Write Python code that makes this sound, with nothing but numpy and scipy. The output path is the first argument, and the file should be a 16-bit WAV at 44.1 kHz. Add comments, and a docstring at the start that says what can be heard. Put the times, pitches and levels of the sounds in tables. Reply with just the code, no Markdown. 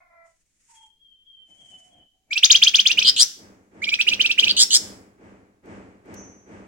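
"""A small caged bird, a hand's width from the microphone, sings two loud rattling trills that end in buzzes.
Its voice is a gliding tone with two overtones, made directional by the beak and followed by a lingering diffuse
tail. Soft sinking whistles (sines), rustles (shaped noise) and far hoarse calls (period-doubled tones) come
before. Slow hammer blows are low noise with wall resonances; a low tone swells briefly under the first trill.
Noise ticks sound on the cage, the last with a ringing wire, over a faint steady noise."""
import sys
import numpy as np
from scipy import signal
from scipy.fft import rfft, irfft, next_fast_len
from scipy.io import wavfile
from scipy.ndimage import uniform_filter1d, map_coordinates

SR = 44100
rng = np.random.default_rng(int(sys.argv[2]) if len(sys.argv) > 2 else 0)


def to_wav(s):
    """Save 16-bit WAV."""
    ch = np.atleast_2d(s).T  # columns
    pcm = np.round(np.clip(ch, -1, 1) * 32767)  # PCM
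    wavfile.write(sys.argv[1], SR, pcm.astype(np.int16))


N = 294147
T = np.arange(N) / SR  # time axis (s)


def syrinx(hz, second_db, third_db, jitter):
    """Harmonic synthesis: a nearly pure tone with two overtones and a slightly unsteady pitch."""
    phase = phase_of(hz * (1 + jitter * wobble(900, len(hz))))
    second = amp(second_db) * np.sin(2 * phase)
    third = amp(third_db) * np.sin(3 * phase)
    return np.sin(phase) + second + third


# Trill notes, each a low slur that leaps into an arch: [leap t/s, slur top f/Hz, relative level/dB]
TRILL_NOTES = [(2.33, 2504, -6.5), (2.377, 2700, -2.5), (2.4444, 3702, 3), (2.514, 3837, 3),
               (2.559, 3272, 1.5), (2.635, 3577, 2.5), (2.68, 3268, .5), (2.755, 3558, 0.5),
               (2.800, 3175, -0.5), (2.871, 3517, 0), (2.915, 2830, -1), (2.991, 3058, -1),
               (3.025, 2571, -2.5), (3.842, 2410, -6), (3.891, 2468, -4.5), (3.940, 2536, -1),
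               (4.012, 2645, 0.5), (4.088, 2940, -0.5), (4.135, 2654, -2.5), (4.214, 3084, -1),
               (4.261, 2699, -1), (4.314, 2687, -1.5), (4.397, 3170, 0.5), (4.443, 2984, -1.5),
               (4.481, 2649, -1.5)]
MID_HZ = 3000  # slur top at which the next two lines hold as they stand
SLUR_S, FOOT_HZ, HURRY = .023, 2330, .7  # length, highest starting pitch; power by which higher slurs are quicker
LEAP_HZ, LEAP_SHRINK = 3193, .3  # height of the arch over the slur top; Hz lost per Hz of higher slur
ARCH_DB, FORCED_DB = -15.5, 8.5  # arch against slur; what it gains in a forced note
FORCED_FROM_HZ, FORCED_SPAN_HZ = 3233, 620  # slur tops over which notes become forced
PAUSE_S = .06  # a longer gap between leaps starts a new group of notes
SCOOP_HZ, SCOOP_S = 1295, 0.0038  # the first note of a group scoops up from this far below, this quickly
TURN_S = 3.6  # when the beak turns towards the microphone (s)
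FACING_ARCH_DB = -5.5  # the crests of the second trill are softer


def rattle(climb_share=.88, hold=0.0013, arch=.019, rise=0.011, release=0.0029, swell_db=5, droop_db=1):
    """Frequency modulation: each note slurs up and leaps through an arch; only high notes keep force there."""
    voice = np.zeros(N)
    gaps = np.diff([note[0] for note in TRILL_NOTES], prepend=0)
    for (s, top_hz, db), gap in zip(TRILL_NOTES, gaps):
        slur = min(SLUR_S * (MID_HZ / top_hz) ** HURRY, gap - arch)  # waits for the last arch to end
        climb = climb_share * slur
        foot_hz = min(FOOT_HZ, .88 * top_hz)  # notes with a low top start lower
        crest_hz = top_hz + LEAP_HZ - LEAP_SHRINK * (top_hz - MID_HZ)
        arch_db = ARCH_DB + FORCED_DB * ease((top_hz - FORCED_FROM_HZ) / FORCED_SPAN_HZ)
        t = np.arange(-slur - release / 2, arch + release, 1 / SR)  # the leap is at t = 0
        u = np.clip(t / arch, 0, 1)  # progress through the arch
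        height = np.sin(np.pi * u ** 0.95)
        base = foot_hz + (top_hz - foot_hz) * ease((t + climb) / (climb - hold)) * (1 - u)
        scoop = SCOOP_HZ * np.exp(-((t - t[0]) / SCOOP_S) ** 2) * (gap > PAUSE_S)
        hz = base - scoop + (crest_hz - (top_hz + foot_hz) / 2) * height
        level = db - swell_db * ease(-t / slur) + arch_db * ease(t / 0.0056) - droop_db * u ** 2
        level = level + FACING_ARCH_DB * height * (s > TURN_S)
        gate = ease((t - t[0]) / rise) * ease((t[-1] - t) / release)
        tone = syrinx(hz, second_db=-35, third_db=-35, jitter=.005)
        add(voice, s + t[0], gate * amp(level + 2.5) * tone)
    return voice


# Buzzes: [first crest t/s, length t/s, first mean f/Hz, last mean f/Hz, relative peak level/dB,
#          overtone level/dB before effort, warble and beak act on it]
BUZZ_NOTES = [(3.046, 0.062, 3800, 4253, 4.5, -15.5), (3.163, .076, 3417, 4810, 3.5, -1.5),
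              (4.494, 0.028, 3890, 3686, 1, -25.5), (4.566, .076, 3667, 4837, 4, 2),
              (4.7052, .073, 3607, 4854, 1.5, 4.5)]
WARBLE_HZ = 118.3  # mean warble rate in every buzz
SWING_HZ = 913  # scale of the pitch swing, which widens from 0.77 to 1.34 times this
SWELL_DB_PER_S = 174.5  # the longer a buzz, the more it swells
BUZZ_RELEASE_S = .008  # a buzz stops almost at once
BEAK_HZ, BEAK_HALF_WIDTH_HZ = 7100, 1600  # resonance of the open beak; offset at which its amplitude is half


def buzz(lead=0.0023, peak_at=0.71, throb_db=6.5, brighten=0.94, push_lag=0.15, downstroke_db=4, trough_db=4):
    """Coupled frequency and amplitude modulation: pitch troughs carry the soft start, crests the hard end."""
    voice = np.zeros(N)
    for s, length, first_hz, last_hz, peak_db, over_db in BUZZ_NOTES:
        t = np.arange(-lead, length, 1 / SR)
        u = np.clip(t / length, 0, 1)
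        stumble = .3 * wobble(150, len(t))  # uneven warble (rad)
        cycle = 2 * np.pi * WARBLE_HZ * t + stumble
        swing_hz = SWING_HZ * np.cos(cycle) * (0.77 + 0.57 * u)
        hz = first_hz + (last_hz - first_hz) * u ** 1.4 + swing_hz
        effort_db = SWELL_DB_PER_S * length * (ease(u / peak_at) - 1)
        crest_pulse_db = throb_db * (np.cos(cycle - push_lag) - 1) * 1.37 * u
        trough_pulse_db = trough_db * np.cos(cycle) * (1 - u)
        ragged_db = 2 * wobble(700, len(t))
        level = peak_db + effort_db + crest_pulse_db - trough_pulse_db + ragged_db
        beak = 1 / (1 + ((2 * hz - BEAK_HZ) / BEAK_HALF_WIDTH_HZ) ** 2)  # acts on the second harmonic
        second_db = over_db + brighten * effort_db + downstroke_db * np.sin(cycle) + 20 * np.log10(beak)
        gate = ease((t + lead) / .004) * ease((length - t) / BUZZ_RELEASE_S)
        tone = syrinx(hz, second_db, second_db - 17, jitter=.024)
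        add(voice, s - lead, gate * amp(level) * tone)
    return voice


def beamed(x, pose):
    """Directivity: the beak sends each frequency to the two ports with its own strength and phase."""
    def response(hz):
        left, right, lead = (along(np.array(pose)[:, [0, k]], hz) for k in range(1, 4))
        return np.array([amp(left) * np.exp(.5j * lead), amp(right) * np.exp(-.5j * lead)])
    return filtered(x, response)


# Throat and beak as heard at the two ports, head turned aside, then beak towards the microphone:
# [f/Hz, left level/dB, right level/dB, left phase lead/rad]
HEAD_ASIDE = [(1560, -37, -33, -8), (2332, -15.5, -15, -0.36), (2780, -21.5, -11.5, -1.5),
              (3080, -6.5, -5.5, 1), (3380, -7, -11, -1), (3880, -7, -7.5, -2.5), (4405, -10, -8.5, 2.5),
              (5400, -1.5, -9.5, -2.5), (6500, -8, -23, 2.5), (6700, 0.5, -6.5, -2.5), (7880, -5.5, 0, 9),
              (13000, -23.5, -8.5, -4.5), (15030, -14, -22, -8)]
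HEAD_FACING = [(1500, -37, -20.5, 1.5), (2400, -17.5, -14, -1.36), (2613, -15, -13.5, -2),
               (2902, -21, -4.5, -2.5), (3000, -11, -8.5, 0.36), (3246, -4, -10.5, -1.5),
               (3476, -6, -13.5, -2), (3970, -8.5, -3, -3), (5544, -7.5, -8.5, -2), (6300, -1, -6.5, -4),
               (8500, -16.5, -2, -4.5), (11100, -27.5, -18, 8), (15500, -26, -12.5, -10)]
# Voice as it feeds the reflections and the lingering tail: [f/Hz, level/dB]
SPREAD_TONE = [(1500, -28), (2300, -17), (2700, -13), (3200, -10), (3900, -13.5), (5100, -9.5), (6400, -7.5),
               (7500, -8.5), (9500, -16.5), (12000, -18), (15500, -18.5)]
# Decay of the lingering tail: [f/Hz, time to fall 60 dB t/s]
TAIL_DECAY = [(200, .6), (3000, 0.45), (6000, 0.42), (15000, 0.54)]
# Spectra of the air noise, the fizz of loud notes and the rasp of buzzes: [f/Hz, relative density level/dB per Hz]
AIR_SPECTRUM = [(20, -25.5), (55, -7.5), (120, 0), (500, -6), (1000, -7.5), (1800, 2.5), (4000, -2.5),
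                (9000, -6.5), (11000, -27.5), (15600, -23)]
FIZZ_SPECTRUM = [(5000, -10.5), (9000, -3.5), (11000, -11.5), (13000, 0), (14500, -11.5), (15600, 7.5)]
RASP_SPECTRUM = [(2000, -18), (4000, -12), (6800, 7), (9000, -6.5), (11000, -5), (14000, -15.5),
                 (15500, -13.5)]
FIZZ_DB, FIZZ_GROWS = -17, 1.4  # gain of the fizz; the power of the voice with which it grows
RASP_DB, RASP_FROM_HZ = -19, 6000  # rasp against the buzz treble above this frequency


def trills():
    """Direct and reflected sound: air noise follows the voice, loud notes fizz, buzzes rasp, a diffuse tail
    lingers."""
    buzzes = buzz()
    voice = rattle() + buzzes
    near = beamed(voice * (T < TURN_S), HEAD_ASIDE) + beamed(voice * (T >= TURN_S), HEAD_FACING)
    outward = filtered(voice, lambda hz: amp(along(SPREAD_TONE, hz)))
    air = amp(-23.0) * strength(outward) * noise(AIR_SPECTRUM)
    fizz = amp(FIZZ_DB) * strength(outward) ** FIZZ_GROWS * noise(FIZZ_SPECTRUM)
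    buzz_treble = filtered(buzzes, lambda hz: hz > RASP_FROM_HZ)
    rasp = amp(RASP_DB) * strength(buzz_treble) * noise(RASP_SPECTRUM)
    hiss = air + fizz + rasp
    spread = outward + 2.1 * hiss
    early = amp(-9.0) * walls(spread)
    late = amp(-12.5) * echo(spread, TAIL_DECAY, onset=0.0013)
    return near + hiss + early + late


# Thin whistle notes: [start t/s, length t/s, level/dB before direct and echo gains]
WHISTLE_NOTES = [(0.738, 0.16, -57.5), (0.985, 0.22, -57.5), (1.243, 0.29, -52.5), (1.566, 0.23, -53),
                 (1.896, 0.15, -59.5)]
WHISTLE_HZ = 3329  # start of each note
REST_HZ, REST_SAG_HZ_PER_S = 3165, 175  # where the first note settles; how that rest sinks


def whistle(settle=0.07):
    """Pitch relaxation: five soft sines each sink to a lower rest than the last, heard mostly off the walls."""
    voice = np.zeros(N)
    for s, length, db in WHISTLE_NOTES:
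        t = np.arange(0, length, 1 / SR)
        rest_hz = REST_HZ - REST_SAG_HZ_PER_S * (s - WHISTLE_NOTES[0][0])
        hz = rest_hz + (WHISTLE_HZ - rest_hz) * np.exp(-(t / settle) ** 1.5)
        gate = ease(t / 0.031) * ease((length - t) / .06)
        add(voice, s, amp(db) * gate * np.sin(phase_of(hz)))
    return amp(-4.5) * voice + amp(4.5) * echo(voice, [(3000, 0.55)], onset=.01)


# Feather swishes, then feet shuffling on the perch: [peak t/s, rise t/s, fall t/s, level/dB before flicker]
FEATHER_SWISHES = [(.27, 0.04, 0.44, -71.5), (.74, 0.15, 0.17, -61.5), (1.5, .04, 0.11, -71.5),
                   (1.73, 0.2, 0.25, -62.5)]
FOOT_STEPS = [(1.385, 0.014, 0.036, -87), (1.5, 0.056, 0.14, -76), (1.7, 0.26, .25, -68),
              (1.88, 0.037, 0.23, -64), (2.3, .06, 0.22, -72.5)]
# Spectra of feathers and of shuffling feet: [f/Hz, relative density level/dB per Hz]
FEATHER_SPECTRUM = [(800, -21.5), (2100, -2.5), (3000, -8.5), (4000, -14.5), (6800, 2), (9000, -2.5),
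                    (13000, -28), (15500, -32)]
SHUFFLE_SPECTRUM = [(29, -53), (50, -10), (298, -5), (388, -16), (728, -7.5), (1120, -28.5), (2600, -24),
                    (3380, -42), (5720, -120)]
FADE_DB = 15  # a rustle is this much weaker one rise before or one fall after its peak


def swells(events):
    """Gaussian envelope: a gain that rises and falls in a bell around each event."""
    gain = np.zeros(N)
    for s, rise, fall, db in events:
        distance = (T - s) / np.where(T < s, rise, fall)
        gain += amp(db - FADE_DB * distance ** 2)
    return gain


def rustle():
    """Friction noise: feathers brush and feet shuffle as the bird turns on its perch."""
    feathers = swells(FEATHER_SWISHES) * amp(2.6 * wobble(60, N)) * noise(FEATHER_SPECTRUM)
    feet = swells(FOOT_STEPS) * amp(4.8 * wobble(26, N)) * noise(SHUFFLE_SPECTRUM)
    return feathers + feet


# Claws and beak on the cage: [t/s, level/dB before the decay]
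CAGE_TICKS = [(5.655, -57.5), (6.055, -60.5), (6.139, -40)]
# Modes of the cage wire: [f/Hz, level/dB before onset and decay, time to fall 60 dB t/s]
WIRE_MODES = [(5680, -50.5, 0.65), (6000, -41.5, 0.87), (6680, -54.5, 0.74), (6400, -46, 0.88),
              (6360, -62, 0.79)]


def cage():
    """Impact and modal ringing: light noise ticks, the last of which sets a wire ringing."""
    out, t = np.zeros((2, N)), np.arange(SR) / SR
    for s, db in CAGE_TICKS:
        scratch = noise([(1500, -18.5), (6000, -1), (15000, -12.5)], size=SR)
        add(out, s, amp(db - 60 * t / 0.035) * ease(t / .004) * scratch)
    for hz, db, t60 in WIRE_MODES:
        shiver = np.array([wobble(160, SR), wobble(160, SR)])  # phase unsteadiness at each port
        mode = np.sin(2 * np.pi * hz * t + 2 * shiver)
        add(out, CAGE_TICKS[-1][0], amp(db - 60 * t / t60) * ease(t / 0.059) * mode)
    return out


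# Hammer blows: [t/s, level/dB before the swell and decay]
HAMMER_BLOWS = [(2.47, -53), (2.89, -45), (3.344, -49), (3.70, -46.5), (4.035, -42), (4.365, -40.5),
                (4.745, -41.5), (5.165, -47), (5.622, -40.5), (6.032, -40.5), (6.445, -42.5)]
# Spectrum of the thud: [f/Hz, relative density level/dB per Hz]
THUD_SPECTRUM = [(22, -28.5), (40, -21), (60, -7), (100, -2), (150, -9), (200, -1.5), (320, -1.5),
                 (450, -5.5), (700, -10.5), (1100, -16), (2300, -20.5), (3800, -39), (8000, -37.5),
                 (12000, -65)]
# Resonances between the walls: [f/Hz, relative level/dB]
YARD_MODES = [(193.8, -55), (279.9, -58.5), (317.6, -61), (425.3, -58)]


def hammering(swell=0.079, hold=0.14, t60=0.94, ring_db=49, lag=0.00028):
    """Multipath smearing: every blow takes the same detour between walls, so each is the same soft thud."""
    t = np.arange(SR) / SR
    ring = np.zeros(SR)
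    for hz, db in YARD_MODES:
        ring += amp(db + ring_db) * np.sin(2 * np.pi * hz * t + 0.48 * wobble(16, SR))
    envelope = np.minimum(t / swell, 1) * amp(-60 * np.maximum(t - hold, 0) / t60)
    thud = unit(noise(THUD_SPECTRUM, size=SR) + ring) * envelope
    out = np.zeros((2, N))
    for s, db in HAMMER_BLOWS:
        add(out[0], s + lag, amp(db) * thud[0])  # the left port is farther away
        add(out[1], s, amp(db) * thud[1])
    return out


# Far animal calls: [start t/s, length t/s, first f/Hz, last f/Hz, level/dB before flutter and room,
#                    gain of the overtone set/dB]
FAR_CALL_NOTES = [(0, .28, 712, 660, -60.5, 3), (0.682, 0.16, 954, 867, -60, -23),
                  (1.717, 0.26, 747, 715, -62, -18), (2.1, .2, 723.5, 775, -78.5, -25)]
# Overtones of the far calls: [multiple of the pitch, level/dB before the overtone gain]
CALL_OVERTONES = [(1.5, -9), (2, -9), (2.5, -15.5), (3, -3.5), (3.5, -18.5)]
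HOARSE, FLUTTER_DB = .016, 4.5  # scale of the unsteadiness of pitch (share) and of level


def far_calls():
    """Period doubling: distant hoarse calls carry lines between their harmonics, heard mostly as echo."""
    voice = np.zeros(N)
    for s, length, first_hz, last_hz, db, over_db in FAR_CALL_NOTES:
        t = np.arange(0, length, 1 / SR)
        glide_hz = first_hz + (last_hz - first_hz) * (t / length) ** 0.62
        phase = phase_of(glide_hz * (1 + HOARSE * wobble(230.0, len(t))))
        overtones = sum(amp(level) * np.sin(k * phase) for k, level in CALL_OVERTONES)
        flutter = amp(FLUTTER_DB * wobble(170, len(t)))
        gate = ease(t / 0.0067) * ease((length - t) / 0.026) * flutter
        add(voice, s, amp(db) * gate * (np.sin(phase) + amp(over_db) * overtones))
    return 0.28 * voice + echo(voice, [(1000, 0.28)], onset=0.0047)


# A brief low hum: [start t/s, length t/s, f/Hz, peak level/dB]
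HUM_TONES = [(2.74, .17, 208, -53)]


def hum():
    """Pure tone in a half-sine envelope: a low sound swells and fades under the first trill."""
    out = np.zeros(N)
    for s, length, hz, db in HUM_TONES:
        envelope = np.sin(np.pi * np.clip((T - s) / length, 0, 1))
        out += amp(db) * envelope * np.sin(2 * np.pi * hz * T)
    return out


# Spectrum of the background: [f/Hz, relative density level/dB per Hz]
FLOOR_SPECTRUM = [(20, -2.5), (50, -2.5), (110, -12.5), (250, -13.5), (1000, -31.5), (4000, -27.5),
                  (9000, -30.5), (16000, -38.5)]


def background():
    """Stationary noise: a faint, mostly low sound that never changes level."""
    return amp(-75.5) * noise(FLOOR_SPECTRUM)


def walls(x, count=14, nearest=.004, farthest=0.044, t60=0.11):
    """Early reflections: separate weak copies from the floor and nearby walls, different at each port."""
    delays = rng.uniform(nearest, farthest, (2, count))
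    taps = np.zeros((2, SR // 4))
    for port, delay in enumerate(delays):
        taps[port, (delay * SR).astype(int)] = amp(-60 * delay / t60) * rng.choice([-1, 1], count)
    taps = taps / np.linalg.norm(taps, axis=1, keepdims=True)
    return signal.fftconvolve(x, taps, axes=1)[:, :N]


def echo(x, decay, onset):
    """Reverberation: a diffuse stereo answer of walls in which each frequency dies at its own speed."""
    hz, t, z = signal.stft(rng.standard_normal((2, SR)), SR, nperseg=256)
    fading = z * amp(-60 * t / along(decay, hz)[:, None])
    tail = signal.istft(fading, SR, nperseg=256)[1]
    tail = tail * ease(np.arange(tail.shape[1]) / SR / onset)
    return signal.fftconvolve(np.atleast_2d(x), tail / np.linalg.norm(tail[0]), axes=1)[:, :N]


# Stereo width of diffuse sound: [f/Hz, side over mid amplitude ratio]
DIFFUSE_WIDTH = [(60, 0.47), (250, 0.14), (500, 0.43), (1500, 0.72), (5000, 0.97)]


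def noise(spectrum, size=N):
    """Diffuse field: coloured stereo noise of rms 1, nearly mono in the bass."""
    mid, side = filtered(rng.standard_normal((2, size)), lambda hz: amp(along(spectrum, hz)))
    side = filtered(side, lambda hz: along(DIFFUSE_WIDTH, hz))
    return unit(np.array([mid + side, mid - side]))


def strength(x):
    """Envelope detection: running rms of a mono sound."""
    return np.sqrt(np.abs(uniform_filter1d(x ** 2, size=100)))


def filtered(x, response):
    """Linear filtering: x times a complex response of frequency."""
    n = x.shape[-1]
    m = next_fast_len(n + 8192)
    return irfft(rfft(x, m) * response(np.fft.rfftfreq(m, 1 / SR)), m)[..., :n]


def wobble(rate, size):
    """Band-limited randomness: a smooth random curve, rate knots a second."""
    knots = rng.standard_normal(int(size * rate / SR) + 4)
    return map_coordinates(knots, [np.arange(size) * rate / SR])


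def phase_of(hz):
    """Phase (rad) as the running integral of frequency."""
    return 2 * np.pi * np.cumsum(hz) / SR


def along(points, hz):
    """Logarithmic interpolation of (Hz, value) points along frequency."""
    f, v = np.transpose(points)
    return np.interp(np.log(hz + 1), np.log(f + 1), v)


def ease(u):
    """Raised-cosine transition from 0 to 1."""
    return np.sin(np.pi / 2 * np.clip(u, 0, 1)) ** 2


def amp(db):
    """Decibel law: level to amplitude ratio."""
    return 10 ** (np.asarray(db) / 20)


def unit(x):
    """Power normalization to rms 1."""
    return x / np.sqrt(np.mean(x ** 2) + 1e-20)


def add(track, s, sound):
    """Superposition: mix a sound into a track at time s."""
    i = max(round(s * SR), 0)
    track[..., i:i + sound.shape[-1]] += sound[..., :max(N - i, 0)]


def scene():
    """Superposition of all sources, from the near bird to the background."""
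    bird = trills() + whistle() + rustle() + cage()
    return bird + hammering() + far_calls() + hum() + background()


TOP_HZ = 15900  # band limit


def record(dry, hardness=8):
    """Saturation and band limiting: the loudest notes flatten near full scale, then the top is cut."""
    flattened = dry / (1 + np.abs(dry) ** hardness) ** (1 / hardness)
    return filtered(flattened, lambda hz: hz < TOP_HZ)


dry = scene()
out = record(dry)
to_wav(out)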